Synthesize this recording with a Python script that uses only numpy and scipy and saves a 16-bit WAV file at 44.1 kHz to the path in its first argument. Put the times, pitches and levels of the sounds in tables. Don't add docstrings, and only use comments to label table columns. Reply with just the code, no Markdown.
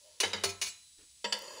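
import sys
import numpy as np
from scipy import signal
from scipy.fft import rfft, irfft
from scipy.io import wavfile

SR = 44100
rng = np.random.default_rng(int(sys.argv[2]) if len(sys.argv) > 2 else 0)


def master_out(mix):
    frames = np.transpose(np.atleast_2d(mix))
    ceiling = np.clip(frames, -1, 1)
    pcm = np.round(ceiling * 32767).astype(np.int16)
    wavfile.write(sys.argv[1], SR, pcm)


N = 70560
T = np.arange(N) / SR
HZ = np.maximum(np.arange(N // 2 + 1) * SR / N, 1)

# start_s, clash_db, bass_db, treble_db, chatter_s, tail_db,
# plate_db, blade_db, wobble_db, blade_share
PLATE_BLOWS = [(0.202, -22.5, -7.5, -1.5, 0.012, -6, -43.5, -50, -68, 1.0),
               (.232, -26.5, 1.5, -20, 0.02, -3, -55, -57.5, -48, 0.04),
               (0.332, -25.5, -0.5, -17.5, 0.01, -5, -48.5, -61, -45.5, 0),
               (0.4366, -30.5, 6.5, 3, 0.017, -6, -34, -38.5, -46, 0.6),
               (0.6142, -31.5, -15, -1, 0.021, -0.5, -49.5, -38, -62, 0.71)]
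# start_s, clash_db, bass_db, treble_db, chatter_s, tail_db,
# iron_db, blade_db, wobble_db
GRIDDLE_BLOWS = [(1.2431, -28.5, -10, -7.5, 0.016, -7.5, -40, -43.5, -50),
                 (1.3241, -28, -6.5, 3.5, .011, -5.5, -42, -30, -55)]
# peak_s, rise_s, fall_s, body_db, hiss_db
GRIDDLE_SCRAPES = [(.09, 0.098, 0.256, -73, -68.5), (1.443, 0.041, 0.076, -48.5, -54.5),
                   (1.511, 0.033, 0.057, -54, -67), (1.585, 0.045, 0.056, -51, -53.5)]
# peak_s, rise_s, fall_s, level_db
RIM_SCRAPES = [(.39, 0.0119, .015, -73), (.494, 0.0042, 0.019, -38.5), (.670, .014, 0.027, -37.5)]
SQUEALS = [(.69, .016, 0.034, -48), (1.295, 0.033, 0.033, -51)]
BREAD_LIFT = [(.075, 0.046, 0.053, -63.5)]
SHUFFLE = [(1.005, 0.021, 0.048, -63)]
MIC_RUMBLE = [(.66, 0.15, 0.073, -67), (1.04, 0.027, 0.3, -79.5)]
# pitch_hz, level_db, t60_s
PLATE_MODES = [(393.5, 0.5, 0.27), (458, -3, 0.076), (588, 1, 0.094), (696, -9.5, 0.36), (870, -12.5, 0.27),
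               (1083, -16, .25), (1230, -2.5, 0.076), (1314, -11.5, 0.44), (2050, -7.5, 0.28),
               (2424, -7, 0.24), (3008, -4.5, 0.18), (3890, -8, 0.22), (4339, -0.5, 0.25),
               (4480, -0.5, 0.2)]
PLATE_WOBBLE = [(94.1, 3.5, 0.4), (180, -7.5, 0.44), (205.2, 0.5, 0.34)]
BLADE_MODES = [(2266, -7.5, 0.35), (2457, -6.5, 0.39), (2882, -7, .3), (3570, -8, 0.38), (4010, -12, 0.77),
               (4355, -4.5, .3), (4450, -0.5, 0.18), (5250, -10.5, 0.48), (5237, 3, 0.19),
               (5840, -10.5, 0.32), (6140, -6, 0.35), (6630, -6, 0.43), (6954, -2, 0.34), (9830, -6, 0.38)]
PRESSED_BLADE_MODES = [(2998, -8, 0.11), (3257, -5, 0.063), (3540, -9.5, 0.16), (4400, -3, 0.099),
                       (4940, -15, 0.16), (4720, -0.5, 0.074), (5600, -26, .15), (7060, -1, 0.047)]
GRIDDLE_MODES = [(470, -0.5, 0.28), (509.6, -5.5, 0.35), (562, -3.5, 0.36), (613, -3, 0.28),
                 (956, -2, 0.42), (1065, -8, .25), (1646, -6, 0.29), (1890, -10.5, 0.24), (2100, -8, 0.11),
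                 (3130, 2, .15)]
GRIDDLE_WOBBLE = [(92.8, -17, 1), (206.8, 5, 0.27)]
# centre_hz, half_width_hz, boost_db
BLADE_CLUSTERS = [(465, 72, -11), (1040, 44, 16), (2465, 230, 8), (2883, 40, 17.5), (3524, 74, 13),
                  (4060, 100, 14.5), (4520, 90, 10.5), (5400, 480, 6), (6100, 120, 15), (6345, 150, 12),
                  (6850, 110, 16), (8060, 90, 15.5), (8480, 130, 11), (9370, 180, 13.5), (10090, 38, 16)]
PLATE_CLUSTERS = [(484, 160, 7.4), (912, 110, 9.3), (1334, 110, 4.6), (1675, 120, 7.4), (2096, 160, 10),
                  (2476, 23, 3), (3032, 98, 14.3), (3823, 150, 15), (4620, 200, 7), (4920, 130, 15),
                  (5680, 120, 15), (6570, 170, 12), (7290, 120, 20), (10746, 70, 17)]
GRIDDLE_CLUSTERS = [(484, 134, 7), (930, 153, 14.1), (1352, 57, 13.3), (1700, 150, 8.2), (2000, 195, 14.7),
                    (2640, 165, 8.8), (2985, 156, 11.7), (3520, 130, 11.7), (4567, 150, 17), (4960, 180, 8),
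                    (5380, 160, 6.4), (5760, 110, 11.2), (7140, 270, 13), (8600, 110, 6)]
# pitch_hz, width_hz, density_db
SLIDE_RESONANCES = [(540, 47, 4.5), (944, 127, -3), (1750, 68, -12.5), (2640, 170, -12.5), (4460, 65, -4),
                    (4846, 35, 1), (5800, 130, -12), (6600, 35, -9), (6850, 45, -0.5), (7000, 32, -8.5),
                    (7930, 22, -18), (9700, 70, -17)]
# freq_hz, density_db
PLATE_SPECTRUM = [(100, -5.5), (230, -12.5), (400, 2.5), (750, -5), (1500, -1.5), (3000, 0), (6300, -1.5),
                  (8200, -7), (9700, -1.5), (11000, -9.5), (13000, -20.5), (15000, -9.5)]
GRIDDLE_SPECTRUM = [(100, -30), (280, 0.5), (500, 9), (750, 0.5), (1900, -4.5), (2400, -3.5), (3100, 4.5),
                    (4000, -3.5), (4800, 1.5), (7000, -7.5), (9000, -7), (13000, -25), (15000, -24)]
SHUFFLE_SPECTRUM = [(55, 8), (130, -12.5), (360, 5), (700, -12), (2000, -6.5), (5000, -10), (12000, -35)]
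SIZZLE_SPECTRUM = [(40, -9.5), (75, 1.5), (130, -7.5), (200, -11.5), (450, -19.5), (1400, -17.5),
                   (2400, -8), (4000, -1), (6500, 0), (9000, -3.5), (11000, -9), (13000, -26.5),
                   (15000, -11.5)]
# start_hz, end_hz, width_hz, peak_s, swell_s, level_db
WHISTLES = [(7945, 7935, 4, 1.0, .8, -66), (10350, 9150, 110, .9, 1.5, -68), (4030, 3950, 60, .9, .5, -73)]
# peak_s, level_db
SPITS = [(1.39, -39.5), (1.423, -44)]

BASS_HZ, TREBLE_HZ = 1204, 5940
CONTACT_RISE_S, CRACK_S, CRACK_DB = 0.00021, 0.001, -25.5
TAIL_RISE_S, TAIL_SPLIT_HZ, LOW_T60_S, HIGH_T60_S = 0.006, 3000, 0.44, 0.26
MODE_SPREAD_DB, WOBBLE_RISE_CYCLES, SCRAPE_GRAIN_DB = 1.5, 2.77, 2.5
SIZZLE_DB, SPIT_S = -61.5, 0.0013


def plate():
    blade_boost_db, plate_boost_db = cluster_db(BLADE_CLUSTERS), cluster_db(PLATE_CLUSTERS)
    hiss = coloured(grains(), PLATE_SPECTRUM, blade_boost_db / 2)
    hiss = highpass(hiss, hz=2000, order=1)
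    out = swells(RIM_SCRAPES) * unit_rms(rubbed(BLADE_MODES) + from_db(-0.5) * hiss)
    for start_s, *contact, plate_db, blade_db, wobble_db, blade_share in PLATE_BLOWS:
        boost_db = blade_share * blade_boost_db + (1 - blade_share) * plate_boost_db
        out += clash(PLATE_SPECTRUM, boost_db, start_s, *contact)
        out += struck(PLATE_MODES, start_s, plate_db)
        out += struck(BLADE_MODES, start_s, blade_db)
        out += struck(PLATE_WOBBLE, start_s, wobble_db, WOBBLE_RISE_CYCLES)
    return out


def griddle():
    friction, boost_db = grains(), cluster_db(GRIDDLE_CLUSTERS)
    slide = sum(from_db(db) * np.sqrt(width_hz) * resonate(friction, hz, width_hz)
                for hz, width_hz, db in SLIDE_RESONANCES)
    body = unit_rms(slide) + from_db(-7) * rubbed(GRIDDLE_MODES)
    hiss = highpass(coloured(friction, GRIDDLE_SPECTRUM, boost_db), hz=1490, order=1)
    out = sum(swell(*timing, body_db) * body + swell(*timing, hiss_db) * hiss
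              for *timing, body_db, hiss_db in GRIDDLE_SCRAPES)
    for start_s, *contact, iron_db, blade_db, wobble_db in GRIDDLE_BLOWS:
        out += clash(GRIDDLE_SPECTRUM, boost_db, start_s, *contact)
        out += struck(GRIDDLE_MODES, start_s, iron_db)
        out += struck(PRESSED_BLADE_MODES, start_s, blade_db)
        out += struck(GRIDDLE_WOBBLE, start_s, wobble_db, WOBBLE_RISE_CYCLES)
    return out + swells(BREAD_LIFT) * thin_tone(hz=598, width_hz=26)


def clash(spectrum, boost_db, start_s, level_db, bass_db, treble_db, chatter_s, tail_db):
    age_s = np.maximum(T - start_s, 0)
    shelves_db = bass_db / (1 + (HZ / BASS_HZ) ** 2) + treble_db / (1 + (TREBLE_HZ / HZ) ** 4)
    bins = rfft(coloured(rng.standard_normal(N), spectrum, boost_db)) * from_db(shelves_db)
    noise = irfft(bins, N)
    lows = irfft(bins / (1 + (HZ / TAIL_SPLIT_HZ) ** 2), N)
    crack = noise * from_db(CRACK_DB) * np.exp(-age_s / CRACK_S)
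    chatter = noise * bell(age_s / chatter_s)
    tail = lows * decay(age_s, LOW_T60_S) + (noise - lows) * decay(age_s, HIGH_T60_S)
    tail *= from_db(tail_db) * (1 - np.exp(-age_s / TAIL_RISE_S))
    onset = 1 - bell(age_s / CONTACT_RISE_S)
    return highpass(from_db(level_db) * onset * (crack + chatter + tail), hz=217, order=4)


def struck(modes, start_s, level_db, rise_cycles=1):
    age_s = np.maximum(T - start_s, 0)
    out = np.zeros(N)
    for hz, mode_db, t60_s in modes:
        gain = rng.choice([-1, 1]) * from_db(level_db + mode_db + MODE_SPREAD_DB * rng.standard_normal())
        onset = 1 - bell(age_s * hz / rise_cycles)
        out += gain * onset * decay(age_s, t60_s) * np.sin(2 * np.pi * hz * age_s)
    return out


def rubbed(modes):
    friction = grains()
    return unit_rms(sum(from_db(db) * resonate(friction, hz, width_hz=np.log(1000) / np.pi / t60_s)
                        for hz, db, t60_s in modes))


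def squeals():
    return swells(SQUEALS) * thin_tone(hz=7690, width_hz=8.7)


def shuffle():
    return swells(SHUFFLE) * coloured(grains(), SHUFFLE_SPECTRUM)


def mic_rumble():
    return swells(MIC_RUMBLE) * resonate(rng.standard_normal(N), hz=60, width_hz=14)


def sizzle():
    out = from_db(SIZZLE_DB) * coloured(grains(spread_db=1), SIZZLE_SPECTRUM)
    for start_hz, end_hz, width_hz, peak_s, swell_s, db in WHISTLES:
        glide_hz = np.linspace(start_hz, end_hz, N)
        out += swell(peak_s, swell_s, swell_s, db) * thin_tone(glide_hz, width_hz)
    spits = sum(swell(peak_s, SPIT_S, SPIT_S, db) for peak_s, db in SPITS) * rng.standard_normal(N)
    return out + highpass(spits, hz=11500, order=2)


def thin_tone(hz, width_hz):
    wander_rad = np.sqrt(2 * np.pi * width_hz / SR) * rng.standard_normal(N)
    wander_rad = signal.sosfilt(signal.butter(2, 2 * width_hz + 10, fs=SR, output="sos"), wander_rad)
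    return np.sqrt(2) * np.sin(np.cumsum(2 * np.pi * hz / SR + wander_rad))


def grains(spread_db=SCRAPE_GRAIN_DB):
    noise = rng.standard_normal(N)
    level_db = spread_db * np.repeat(rng.standard_normal(N // 40 + 1), 40)[:N]
    return noise * from_db(level_db)


def resonate(x, hz, width_hz):
    radius = np.exp(-np.pi * width_hz / SR)
    feedback = [1, -2 * radius * np.cos(2 * np.pi * hz / SR), radius ** 2]
    return unit_rms(signal.lfilter([1, 0, -1], feedback, x))


def coloured(x, spectrum, boost_db=0):
    hz, db = np.transpose(spectrum)
    gain_db = np.interp(np.log(HZ), np.log(hz), db) + boost_db
    return unit_rms(irfft(rfft(x) * from_db(gain_db), N))


def cluster_db(clusters):
    return sum(db * bell((HZ - hz) / half_width_hz) for hz, half_width_hz, db in clusters)


def swell(peak_s, rise_s, fall_s, level_db):
    return from_db(level_db) * bell((T - peak_s) / np.where(T < peak_s, rise_s, fall_s))


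def swells(rows):
    return sum(swell(*row) for row in rows)


def bell(x):
    return np.exp(-x ** 2)


def decay(age_s, t60_s):
    return np.exp(-np.log(1000) * age_s / t60_s)


def highpass(x, hz, order):
    return signal.sosfilt(signal.butter(order, hz, "high", fs=SR, output="sos"), x)


def from_db(db):
    return 10 ** (np.asarray(db) / 20)


def unit_rms(x):
    return x / np.sqrt(np.mean(x ** 2) + 1e-20)


def scene():
    return (plate() + griddle() + squeals() + shuffle() + mic_rumble() + sizzle())[None]


def record(dry):
    return signal.sosfilt(signal.ellip(10, .2, 70, 15600, fs=SR, output="sos"), dry)


dry = scene()
out = record(dry)
master_out(out)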